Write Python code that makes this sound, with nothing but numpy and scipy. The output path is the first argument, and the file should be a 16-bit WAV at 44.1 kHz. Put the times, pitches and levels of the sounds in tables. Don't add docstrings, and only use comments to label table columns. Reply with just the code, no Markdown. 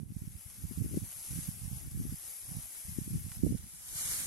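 import sys
import numpy as np
from scipy import signal
from scipy.fft import rfft, irfft
from scipy.io import wavfile
from scipy.ndimage import uniform_filter1d

SR = 44100
rng = np.random.default_rng(int(sys.argv[2]) if len(sys.argv) > 2 else 0)


def field_ratio(decibels):
    return 10 ** (np.asarray(decibels, dtype=float) / 20)


def wrap_up_sound(samples):
    columns = np.atleast_2d(samples).T
    tamed = np.clip(columns, -1, 1)
    steps = np.round(tamed * 32767).astype(np.int16)
    wavfile.write(sys.argv[1], SR, steps)


N = 188174


def evened(x):
    return x / np.sqrt(np.mean(x ** 2) + 1e-20)


def smooth_noise(shape, *sizes):
    noise = rng.standard_normal(shape)
    for axis, size in enumerate(sizes):
        noise = uniform_filter1d(noise, size, axis=axis)
    return evened(noise)


def read(points, hz):
    f, value = np.transpose(points)
    return np.interp(np.log(hz + 1), np.log(f + 1), value)[:, None]


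def columns(rows, t):
    s, *values = np.transpose(rows)
    return [np.interp(t, s, v) for v in values]


def add(mix, s, sound):
    at = round(s * SR) - len(sound) // 2
    part = mix[max(at, 0):at + len(sound)]
    part += sound[max(-at, 0):][:len(part)]


def ticks(per_s, spread_db):
    chance = rng.random((2, N))
    size = np.minimum(rng.exponential(1, (2, N)), 5)
    sign = rng.standard_normal((2, N))
    return evened((chance < per_s / SR) * field_ratio(spread_db * size) * sign)


# time_s, rubbing_level_db
EFFORT = [(0.0, -63), (0.07, -67), (0.18, -58.5), (0.32, -58), (0.4, -56), (1.26, -47), (1.42, -46.5),
          (1.54, -49.5), (1.78, -54), (1.88, -54.5), (2.3, -47.5), (2.42, -49.5), (2.84, -48.5),
          (3.27, -52), (3.36, -51.5), (3.42, -55.5), (3.46, -52.5), (3.64, -55), (3.81, -52.5),
          (3.93, -46.5), (3.99, -39.5), (4.1, -41), (4.16, -40.5), (4.27, -41)]
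# time_s, nearness (0 at the stack, 1 at the camera), left_port_delay_ms
PATH = [
    (0, 0, 0.0),
    (1.9, .03, 0.0),
    (3.1, .1, .012),
    (3.7, .45, .06),
    (3.93, .97, .18),
    (4.12, .97, .185),
    (4.27, .97, .15),
]
# frequency_hz, level_db
FAR_LEFT_COLOUR = [(500, -22), (900, -22.5), (2000, -17), (3000, -19), (3200, -21), (3500, -24.5),
                   (3900, -24.5), (4100, -42), (4300, -28.5), (4800, -16.5), (6400, -12.5), (8000, -20),
                   (8500, -24), (9500, -5.5), (10800, 3.5), (11900, 1.5), (12300, -11)]
FAR_RIGHT_COLOUR = [(500, -20.5), (900, -21.5), (1800, -21.5), (2200, -17), (2600, -20), (3200, -16.5),
                    (4500, -16.5), (6500, -11.5), (9300, -5.5), (10800, -9.5), (11900, -11.5), (12300, -91)]
# frequency_hz, level_db
NEAR_LEFT_COLOUR = [(500, -19), (900, -17.5), (2000, -4), (2400, 0.5), (2600, -12.5), (2800, -3.5),
                    (3100, -18), (3500, -30), (3900, -11.5), (4800, -5.5), (6400, 8), (8000, -6), (8500, 4),
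                    (9500, 8.5), (10800, 10), (11900, 13), (12300, -18)]
NEAR_RIGHT_COLOUR = [(500, -8.5), (900, -10.5), (1800, -1.5), (2400, -7), (2600, -15.5), (2900, 1.5),
                     (3200, 0), (4500, 0), (6500, 5), (9300, 10.5), (10800, 6.5), (11900, 4.5),
                     (12300, -51)]
# frequency_hz, level_db
FAR_TOP = [(12050, -50), (12300, -32), (13330, -29), (13480, -19), (14700, -19), (14900, -21.5),
           (15700, -22)]
NEAR_TOP = [(12050, -9), (12300, -5), (13200, -5), (14500, -4), (14800, -8.5), (15700, -10)]
# frequency_hz, likeness (0-1)
FAR_LIKENESS = [(500, 0.43), (1700, 0.95), (2500, 0.94), (3000, 0.08), (4000, 0.2), (5000, 0.72),
                (7000, 0.37), (10000, 0), (12000, 0.3)]
NEAR_LIKENESS = [(500, 0.86), (1700, 0.71), (2200, 0.19), (2700, 0.93), (3300, 0.087), (5000, 0.077),
                 (7000, 0.1), (12000, 0.04)]
# time_s, half_length_s, lift_db, hollow_ring_db
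SLIPPING = [
    (1.387, 0.092, 1, -3),
    (0.472, 0.087, 2, 0.5),
    (1.778, 0.086, 3.5, 5.5),
    (2.542, 0.073, 0, 8),
    (3.338, 0.025, 2.5, 6),
    (4.128, 0.058, 3, -4),
]


def hay():
    clumps = smooth_noise(N, 900)
    rub = ticks(per_s=22000, spread_db=-0.43)
    rub = rub * field_ratio(0.5 * clumps + 0.52 * smooth_noise(N, 90))
    hz, t, (one, other) = signal.stft(rub, SR, nperseg=512, noverlap=384)
    row_hz = hz[:, None]
    level_db = columns(EFFORT, t)[0]
    near, delay_ms = columns(PATH, t)
    near = np.clip(near, 0, 1)

    def blend(far, close):
        return (1 - near) * read(far, hz) + near * read(close, hz)

    lean_left_db, top_right_db = -1.32, -33
    flicker = smooth_noise(one.T.shape, 9, 10).T
    top = field_ratio(blend(FAR_TOP, NEAR_TOP) + 3 * flicker)
    below = row_hz < 11990
    left = below * field_ratio(blend(FAR_LEFT_COLOUR[:-1], NEAR_LEFT_COLOUR[:-1]) + lean_left_db / 2) + top
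    right = below * field_ratio(blend(FAR_RIGHT_COLOUR[:-1], NEAR_RIGHT_COLOUR[:-1]) - lean_left_db / 2)
    right = right + top * field_ratio(top_right_db)
    fine = (hz > 5000) & (hz < 11800)
    loud = np.sqrt((left ** 2 + right ** 2)[fine].sum(0) / (4 * len(hz)))

    coarse_db = -17 + 0.2756 * np.maximum(-49.5 - level_db, 0)
    coarse = (coarse_db + 15.5) / (1 + (row_hz / 3800) ** 6)
    coarse += 4.1 * np.exp(-((row_hz - 800) / 120) ** 2)
    for s, half_s, lift_db, ring_db in SLIPPING:
        ring = ring_db * np.exp(-((row_hz - 750) / 250) ** 2)
        coarse += np.exp(-((t - s) / half_s) ** 2) * (lift_db + ring)
    patches = smooth_noise(one.T.shape, 20, 8).T
    gain = field_ratio(level_db + coarse + 0.85 * patches) / loud

    same = np.clip(blend(FAR_LIKENESS, NEAR_LIKENESS), 0, 1)
    delay_s = delay_ms / 1000 / (1 + (1500 / (row_hz + 1)) ** 4)
    late = np.exp(-2j * np.pi * row_hz * delay_s)
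    at_left = left * (same * one * late + np.sqrt(1 - same ** 2) * other)
    z = np.array([at_left, right * one]) * gain
    return signal.istft(z, SR, nperseg=512, noverlap=384)[1][:, :N]


# start_s, hold_s, left_db, right_db
GUST_LEVELS = [(0, 0.035, -55, -41), (0.067, 0.051, -49, -48), (0.154, 0.23, -55.5, -52),
               (0.467, 0.086, -60, -65), (0.584, 0.069, -57, -47), (0.639, 0.057, -53, -48.5),
               (0.717, 0.023, -44.5, -57), (0.779, 0.12, -49, -42.5), (0.901, 0.15, -49, -45.5),
               (1.067, 0.05, -69, -58), (1.169, 0.04, -67, -55.5), (1.285, .03, -53.5, -55),
               (1.308, 0.095, -56, -43), (1.424, 0.025, -49.5, -50), (1.46, 0.1, -72, -54),
               (1.544, 0.057, -49, -56.5), (1.62, 0.064, -67, -49), (1.714, 0.068, -49, -46.5),
               (1.81, 0.065, -45, -51), (1.92, 0.13, -48, -44.5), (2.048, 0.089, -61, -43.5),
               (2.16, 0.16, -71.5, -66.5), (2.432, 0.047, -72, -59), (2.49, 0.1, -60, -44.5),
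               (2.612, 0.054, -76, -55.5), (2.744, .05, -67, -71), (2.86, 0.12, -55.5, -49),
               (2.99, 0.15, -56.5, -49.5), (3.116, 0.061, -43, -44), (3.189, 0.097, -54, -48),
               (3.361, 0.071, -50, -47), (3.43, 0.13, -57, -41.5), (3.595, 0.073, -53, -49.5),
               (3.739, 0.019, -64, -54), (3.777, 0.05, -65.5, -70), (3.85, 0.085, -78, -61.5),
               (3.917, 0.038, -56, -51), (3.994, 0.041, -59, -54.5), (4.052, 0.11, -53.5, -59.5),
               (4.19, .1, -65, -48.5)]


def gusts():
    rise_db_per_s, fall_db_per_s, calm_db = 581, 504, -75
    t = np.arange(0, N / SR + .01, .002)
    start, hold, *port_db = np.transpose(GUST_LEVELS)[:, :, None]
    away_db = np.maximum(rise_db_per_s * (start - t), 0)
    away_db = away_db + np.maximum(fall_db_per_s * (t - start - hold), 0)
    power = [(field_ratio(db - away_db) ** 2).sum(0) + field_ratio(calm_db) ** 2 for db in port_db]
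    return np.array([np.interp(np.arange(N) / SR, t, np.sqrt(p)) for p in power])


def eddy(width_ms):
    u = np.arange(-900, 900) / SR * 1000 / width_ms

    def bump(at, wide):
        return np.exp(-4 * np.log(2) * ((u - at) / wide) ** 2)

    push = bump(0, 1.131)
    dips = 0.33 * bump(-1.2, 1.8) + 0.47 * bump(1.27, 1.27)
    shape = push - dips * push.sum() / dips.sum()
    return shape / shape.max()


# time_s, peak_db, width_ms
LEFT_PUSHES = [(0.1054, -32.5, 2), (0.2236, -35.5, 2.3), (0.2395, -37.0, 1.75), (0.7127, -29.0, 1.5),
               (0.7166, -37.5, 1.75), (0.7211, -32.0, 1.75), (0.8454, -29.0, 1.5), (0.8485, -34.0, 1.2),
               (0.8603, -27.0, 2), (0.8794, -34.5, 2.7), (0.9084, -39.5, 1.5), (0.9177, -33.0, 1.75),
               (0.9247, -36.5, 1.2), (0.9431, -26.5, 1.05), (0.9533, -35.0, 1.75), (0.9612, -30.5, 1.35),
               (0.9696, -37.5, 5), (0.9737, -17.0, 1.2), (0.9771, -34.5, 1.2), (1.0397, -38.0, 1.5),
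               (1.863, -34.5, 2), (1.9204, -36.5, 2.3), (1.9415, -36.5, 2.3), (1.9771, -29.5, 2.7),
               (1.993, -33.5, 2.3), (2.0007, -23.5, 2.3), (2.0098, -37.0, 2.3), (2.0134, -26.5, 1.75),
               (2.0458, -34.5, 2.7), (2.0535, -26.0, 1.5), (2.0664, -30.5, 1.75), (2.0739, -35.0, 3.1),
               (2.1159, -38.5, 2.7), (2.1227, -36.0, 1.5), (2.1268, -29.0, 1.75), (2.8859, -34.0, 2.3),
               (2.985, -32.5, 2.7), (2.9871, -18.5, 1.5), (2.9902, -39.5, 1.35), (2.9955, -36.5, 2.3),
               (3.1195, -37.0, 1.75), (3.1522, -26.5, 2.3), (3.1592, -19.5, 2.3), (3.1683, -35.0, 2),
               (3.2168, -33.0, 2.7), (3.3937, -33.5, 2), (3.4025, -35.5, 1.75), (3.4336, -34.0, 2.3),
               (3.439, -29.0, 2), (3.4454, -26.5, 2), (3.449, -39.0, 5), (3.4574, -35.0, 2.3),
               (3.4782, -26.5, 2), (3.4964, -29.0, 2.7), (3.505, -36.5, 1.35), (3.5079, -20.0, 1.75),
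               (3.5125, -31.0, 1.75), (3.517, -37.0, 1.5), (3.5367, -36.5, 2.7), (3.6424, -36.5, 2.7)]
RIGHT_PUSHES = [(0.0166, -30.5, 2.3), (0.1227, -31.0, 2), (0.1676, -23.5, 2.3), (0.2211, -27.0, 2.3),
                (0.2769, -27.0, 2.3), (0.6519, -26.5, 2.7), (0.7769, -24.5, 2), (0.7882, -28.5, 3.6),
                (0.8023, -34.5, 3.6), (0.8113, -22.0, 2.7), (0.82, -22.0, 2.3), (0.8281, -32.0, 2.7),
                (0.942, -34.5, 2), (0.9794, -23.5, 1.75), (1.0204, -33.0, 2), (1.0311, -26.5, 2.7),
                (1.3766, -27.5, 2), (1.385, -33.0, 3.6), (1.3889, -23.0, 2), (1.3955, -32.0, 2.3),
                (1.4841, -31.5, 2.3), (1.4896, -21.5, 2.3), (1.62, -30.5, 2.7), (1.6361, -33.5, 2.7),
                (1.6574, -30.5, 3.1), (1.6798, -27.0, 2.7), (1.7156, -30.0, 2.3), (1.732, -27.0, 2.7),
                (1.7703, -31.0, 3.1), (1.8746, -35.0, 1.75), (1.8819, -32.0, 3.1), (1.976, -31.0, 1.75),
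                (2.0027, -26.5, 1.75), (2.0952, -35.0, 2.7), (2.1429, -33.0, 2.3), (2.5177, -29.0, 2.3),
                (2.5519, -31.5, 2.3), (2.5703, -24.5, 2.3), (3.0177, -26.0, 2.3), (3.0787, -29.0, 1.5),
                (3.1277, -32.0, 4.2), (3.1347, -24.5, 2.3), (3.1451, -30.0, 5), (3.1512, -26.5, 2.3),
                (3.2512, -34.0, 2.7), (3.2658, -30.0, 2), (3.4313, -33.0, 4.2), (3.4333, -26.0, 1.75),
                (3.4363, -11.5, 1.5), (3.4458, -33.5, 2.7), (3.4478, -15.5, 1.5), (3.4537, -25.0, 1.75),
                (3.4787, -29.0, 2), (3.5036, -30.0, 2.3), (3.5193, -29.5, 1.75), (3.5227, -33.5, 0.9),
                (3.5299, -25.5, 1.75), (3.546, -26.5, 2.7), (3.5519, -22.5, 2), (3.5612, -33.0, 2.3)]
# time_s, peak_db, width_ms
LEFT_SUCKS = [(0.2533, -36.5, 2.7), (0.4644, -36.5, 3.6), (0.6998, -37.5, 4.2), (0.7701, -41.0, 5),
              (0.7755, -40.0, 1.75), (0.7939, -40.5, 2.7), (0.8515, -34.0, 5), (0.8556, -29.0, 2),
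              (0.8626, -31.0, 1.2), (0.9136, -36.0, 1.2), (0.9302, -33.0, 3.1), (0.9342, -35.5, 1.2),
              (0.9385, -26.0, 2.3), (0.9406, -38.0, 1.2), (0.9474, -32.0, 1.05), (0.9501, -40.5, 1.05),
              (0.9717, -29.5, 1.2), (1.0229, -40.5, 1.75), (1.3195, -36.5, 2.7), (1.3619, -34.0, 2.3),
              (1.5156, -38.0, 2.3), (1.5744, -36.5, 2.3), (1.8533, -36.5, 2), (1.9594, -31.0, 2.3),
              (2.0195, -41.0, 1.5), (2.0336, -40.0, 4.2), (2.0397, -39.5, 1.75), (2.1317, -38.0, 4.2),
              (2.8941, -32.0, 2.3), (2.9202, -40.0, 3.1), (2.927, -36.0, 2.3), (2.9662, -39.0, 2),
              (2.9755, -38.0, 2.7), (3.0615, -40.5, 1.75), (3.0778, -33.5, 2.3), (3.081, -39.0, 5),
              (3.1023, -40.0, 2.3), (3.1073, -33.0, 2.3), (3.1122, -40.0, 1.5), (3.1379, -37.0, 3.6),
              (3.1422, -27.0, 1.75), (3.149, -32.0, 1.5), (3.1556, -39.5, 1.5), (3.1755, -36.0, 1.75),
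              (3.1853, -37.0, 2), (3.2011, -39.0, 2.3), (3.2458, -38.5, 3.1), (3.473, -39.0, 2.3),
              (3.4896, -36.5, 1.5), (3.4941, -25.5, 1.75), (3.4984, -38.0, 1.2), (3.5025, -31.0, 1.5),
              (3.5104, -37.0, 1.05), (3.527, -34.0, 2.3), (3.5585, -36.5, 1.5), (3.5662, -37.0, 1.75),
              (3.9587, -39.5, 2.7), (4.0565, -39.0, 3.1), (4.0991, -38.5, 3.1), (4.2615, -34.0, 2)]
RIGHT_SUCKS = [(0.0331, -28.0, 2.3), (0.3549, -35.0, 2.7), (0.6413, -37.0, 1.5), (0.6435, -26.5, 3.1),
               (0.7859, -25.0, 2), (0.8045, -27.0, 2), (0.8093, -33.0, 1.5), (0.8159, -34.5, 1.2),
               (0.8229, -30.0, 1.35), (0.8447, -31.0, 2.3), (0.8678, -36.5, 3.1), (0.9506, -32.5, 3.6),
               (0.961, -33.0, 3.1), (0.9717, -36.0, 2), (1.3111, -33.0, 2), (1.3272, -36.5, 5),
               (1.3345, -33.5, 1.75), (1.3408, -35.0, 4.2), (1.3544, -35.0, 2.7), (1.3628, -30.0, 2.3),
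               (1.3689, -35.0, 2.3), (1.48, -36.0, 2), (1.6488, -34.5, 2.3), (1.8512, -35.0, 2.7),
               (1.9408, -30.0, 2.7), (1.949, -36.5, 1.75), (1.9546, -31.5, 2.7), (1.9626, -31.0, 3.1),
               (1.9937, -31.0, 2.3), (2.0005, -33.5, 2.7), (2.0234, -32.5, 2.3), (2.1254, -32.5, 2),
               (2.4921, -35.5, 3.1), (2.5882, -30.5, 2.3), (3.0705, -36.5, 2.7), (3.115, -31.0, 2.7),
               (3.1476, -36.0, 1.5), (3.1673, -36.5, 2), (3.1735, -29.5, 2), (3.1834, -36.0, 2),
               (3.2859, -33.5, 2.3), (3.3186, -36.0, 2.7), (3.3739, -32.0, 3.1), (3.439, -25.5, 1.5),
               (3.4612, -33.5, 3.6), (3.4633, -21.5, 1.5), (3.4664, -20.0, 0.9), (3.4698, -20.0, 2),
               (3.473, -26.0, 1.05), (3.4751, -29.0, 5), (3.4853, -32.0, 1.5), (3.4921, -34.0, 2.7),
               (3.5147, -34.5, 2.7), (3.5247, -19.0, 1.75), (3.5268, -32.5, 1.05), (3.532, -31.5, 5),
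               (3.5429, -29.0, 1.5), (3.5492, -29.5, 1.05), (3.5544, -31.5, 5), (3.598, -36.0, 3.6)]
# frequency_hz, level_db
RUMBLE_COLOUR = [(20, -1), (40, -11.5), (90, 4), (200, -2.5), (350, -16.5), (600, -35.5), (1200, -49.5)]


def wind():
    out = np.zeros((2, N))
    for port, (pushes, sucks) in enumerate(((LEFT_PUSHES, LEFT_SUCKS), (RIGHT_PUSHES, RIGHT_SUCKS))):
        for s, db, width_ms in pushes:
            add(out[port], s, field_ratio(db) * eddy(width_ms))
        for s, db, width_ms in sucks:
            add(out[port], s, -field_ratio(db) * eddy(width_ms)[::-1])
    swarm = np.zeros((2, N))
    for width_ms in (2.8, 3.8, 5.5):
        strikes = abs(ticks(per_s=40, spread_db=-1.0))
        swarm += signal.oaconvolve(strikes, eddy(width_ms)[None], "same")
    hz = np.fft.rfftfreq(N, 1 / SR)
    rumble = irfft(rfft(rng.standard_normal((2, N))) * field_ratio(read(RUMBLE_COLOUR, hz).T), N)
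    drift = evened(signal.sosfilt(signal.butter(3, 87.5, fs=SR, output="sos"), rumble[::-1]))
    air = out + field_ratio(-72) * drift + gusts() * (evened(swarm) + field_ratio(-2.5) * evened(rumble))
    port_low_hz, port_high_hz = 32, 700
    passed = 1 / np.sqrt((1 + (port_low_hz / (hz + 1)) ** 4) * (1 + (hz / port_high_hz) ** 6))
    air = irfft(rfft(air) * passed, N)
    add(air[1], 0, -field_ratio(-33) * eddy(1.5)[::-1])
    return air


# time_s, peak_db, left_right_db, brightness_hz
BREAKS = [(.1156, -54, -3, 5000), (.18, -48, -6, 5500), (.2224, -50, -3, 5000), (.376, -52, 0, 3000),
          (.6484, -54, -2, 3000), (.9453, -46, -3, 2500), (2.0941, -50, -1, 3000), (2.2677, -44, -3, 5000),
          (3.2181, -46, -3, 5000), (3.287, -43, -2, 5500), (3.3173, -35.5, -5, 5500),
          (3.3172, -44, -4, 2600), (3.3192, -49, -3, 1300), (3.3485, -41.5, 0, 5500), (3.361, -45, 0, 5000),
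          (3.6082, -52, -1, 3000), (3.996, -33, 0, 5500), (4.047, -34, 2, 5500), (4.0622, -40, -2, 3000),
          (4.078, -34, 0, 5500), (4.135, -34, 2, 5500), (4.159, -33, 0, 5500)]


def snaps():
    out, t = np.zeros((2, N)), np.arange(-1200, 1200) / SR - .001
    for s, db, pan_db, hz in BREAKS:
        splinters = 0.025 * rng.standard_normal(len(t)) * (t > 0) * field_ratio(-60 * abs(t) / 0.05)
        crack = splinters + (abs(t) < .5 / SR)
        band = signal.butter(3, [1000, min(2 * hz, 11000)], "band", fs=SR, output="sos")
        crack = signal.sosfilt(band, crack)
        crack = signal.sosfilt(signal.butter(12, 11900, fs=SR, output="sos"), crack)
        crack *= field_ratio(db) / abs(crack).max()
        echo = .6 * np.roll(crack, shift=11)
        add(out[0], s, field_ratio(pan_db / 2) * (crack - echo))
        add(out[1], s, field_ratio(-pan_db / 2) * crack)
    return out


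def scene():
    return hay() + snaps() + wind()


# frequency_hz, step_db
STEP_CURVE = [(100, -29), (500, -28), (1000, -15.5), (2500, -10.5), (3700, -13.5), (4800, -7), (6300, -6.5),
              (7500, -12), (9000, -13), (11000, -11.5), (12100, -9), (13300, -10), (13600, -10.5),
              (14400, -12.5), (15600, -12)]
# frequency_hz, rarity (standard deviations)
EMPTY_LINES = [(1500, 3), (2500, 1.7), (3600, 1.9), (4700, 1.2), (6200, 1.35), (7200, 2.6), (9000, 4)]
# start_s, end_s, low_hz, high_hz
SILENT_BANDS = [(.95, 1.3, 13300, 13900), (1.06, 1.22, 13900, 14250), (3.44, 3.49, 4750, 4920),
                (3.45, 3.55, 5850, 5980), (3.675, 3.72, 6050, 6250), (3.745, 3.79, 2600, 2750),
                (3.95, 3.99, 2620, 2760), (3.96, 4.13, 2480, 2660), (3.99, 4.03, 4620, 4780),
                (4.02, 4.07, 4200, 4700), (4.19, 4.24, 12100, 13500)]


def starve(x):
    hop, bins, band, edge_hz = 1024, 736, 8, 12050
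    lead, frames = 2 * hop - 688, N // hop + 3
    hz = (np.arange(bins) + .5) * SR / (2 * hop)
    s = ((np.arange(frames) + 1) * hop - lead)[:, None] / SR

    basis = np.cos(np.pi / hop * np.outer(np.arange(2 * hop) + .5 + hop / 2, np.arange(bins) + .5))
    basis *= np.sqrt(2 / hop)
    halves = np.pad(x, ((0, 0), (lead, (frames + 1) * hop - lead - N))).reshape(2, frames + 1, hop)
    soft = smooth_noise(frames + 1, 3) > .3
    sine = np.sin(np.pi * (np.arange(hop) + .5) / (2 * hop))
    ramp = np.cumsum(np.kaiser(hop + 1, 4 * np.pi))
    rise = np.where(soft[:, None], sine, np.sqrt(ramp[:hop] / ramp[-1]))
    window = np.concatenate([rise[:-1], rise[1:, ::-1]], axis=1)
    lines = np.concatenate([halves[:, :-1], halves[:, 1:]], axis=2) * window @ basis

    hiss = (lines[:, :, (hz > 8000) & (hz < 12000)] ** 2).mean((0, 2))
    hiss_db = 10 * np.log10(hiss + 1e-12)[:, None]
    jitter_db = np.repeat(4.8 * smooth_noise((frames, bins // band), 3), band, axis=1)
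    step = field_ratio(-42 + 1.08 * (hiss_db + 42) + read(STEP_CURVE, hz).T + jitter_db)
    step *= field_ratio(.1 * (hiss_db + 62) * (hz > edge_hz))

    joint = (smooth_noise(frames, 3) > 0)[:, None] & (hz < edge_hz)

    def turn(v):
        return np.where(joint, np.array([v[0] + v[1], v[0] - v[1]]) / np.sqrt(2), v)

    lines = turn(lines)
    power = np.repeat((lines ** 2).reshape(2, frames, -1, band).mean(3), band, axis=2)
    heard = uniform_filter1d(power, size=2 * band, axis=2) > (step * field_ratio(-10)) ** 2
    luck = np.repeat(smooth_noise((frames, bins // 4), 3), 4, axis=1)
    kept = ((hz < edge_hz) | heard) & (luck < read(EMPTY_LINES, hz).T)
    for first, last, low_hz, high_hz in SILENT_BANDS:
        kept = kept & ~((s > first) & (s < last) & (hz > low_hz) & (hz < high_hz))
    step = np.where(hz < edge_hz, np.minimum(step, field_ratio(14) * np.sqrt(power) + 1e-9), step)
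    whole = np.floor(abs(lines / step) ** .75 + .4054) * kept
    pieces = turn(np.sign(lines) * whole ** (4 / 3) * step) @ basis.T * window
    joined = pieces[:, 1:, :hop] + pieces[:, :-1, hop:]
    return joined.reshape(2, -1)[:, lead - hop:][:, :N]


def band_limit(x):
    return signal.sosfilt(signal.butter(12, 15780, fs=SR, output="sos"), x)


def record(dry):
    mix = starve(dry)
    return band_limit(mix)


dry = scene()
out = record(dry)
wrap_up_sound(out)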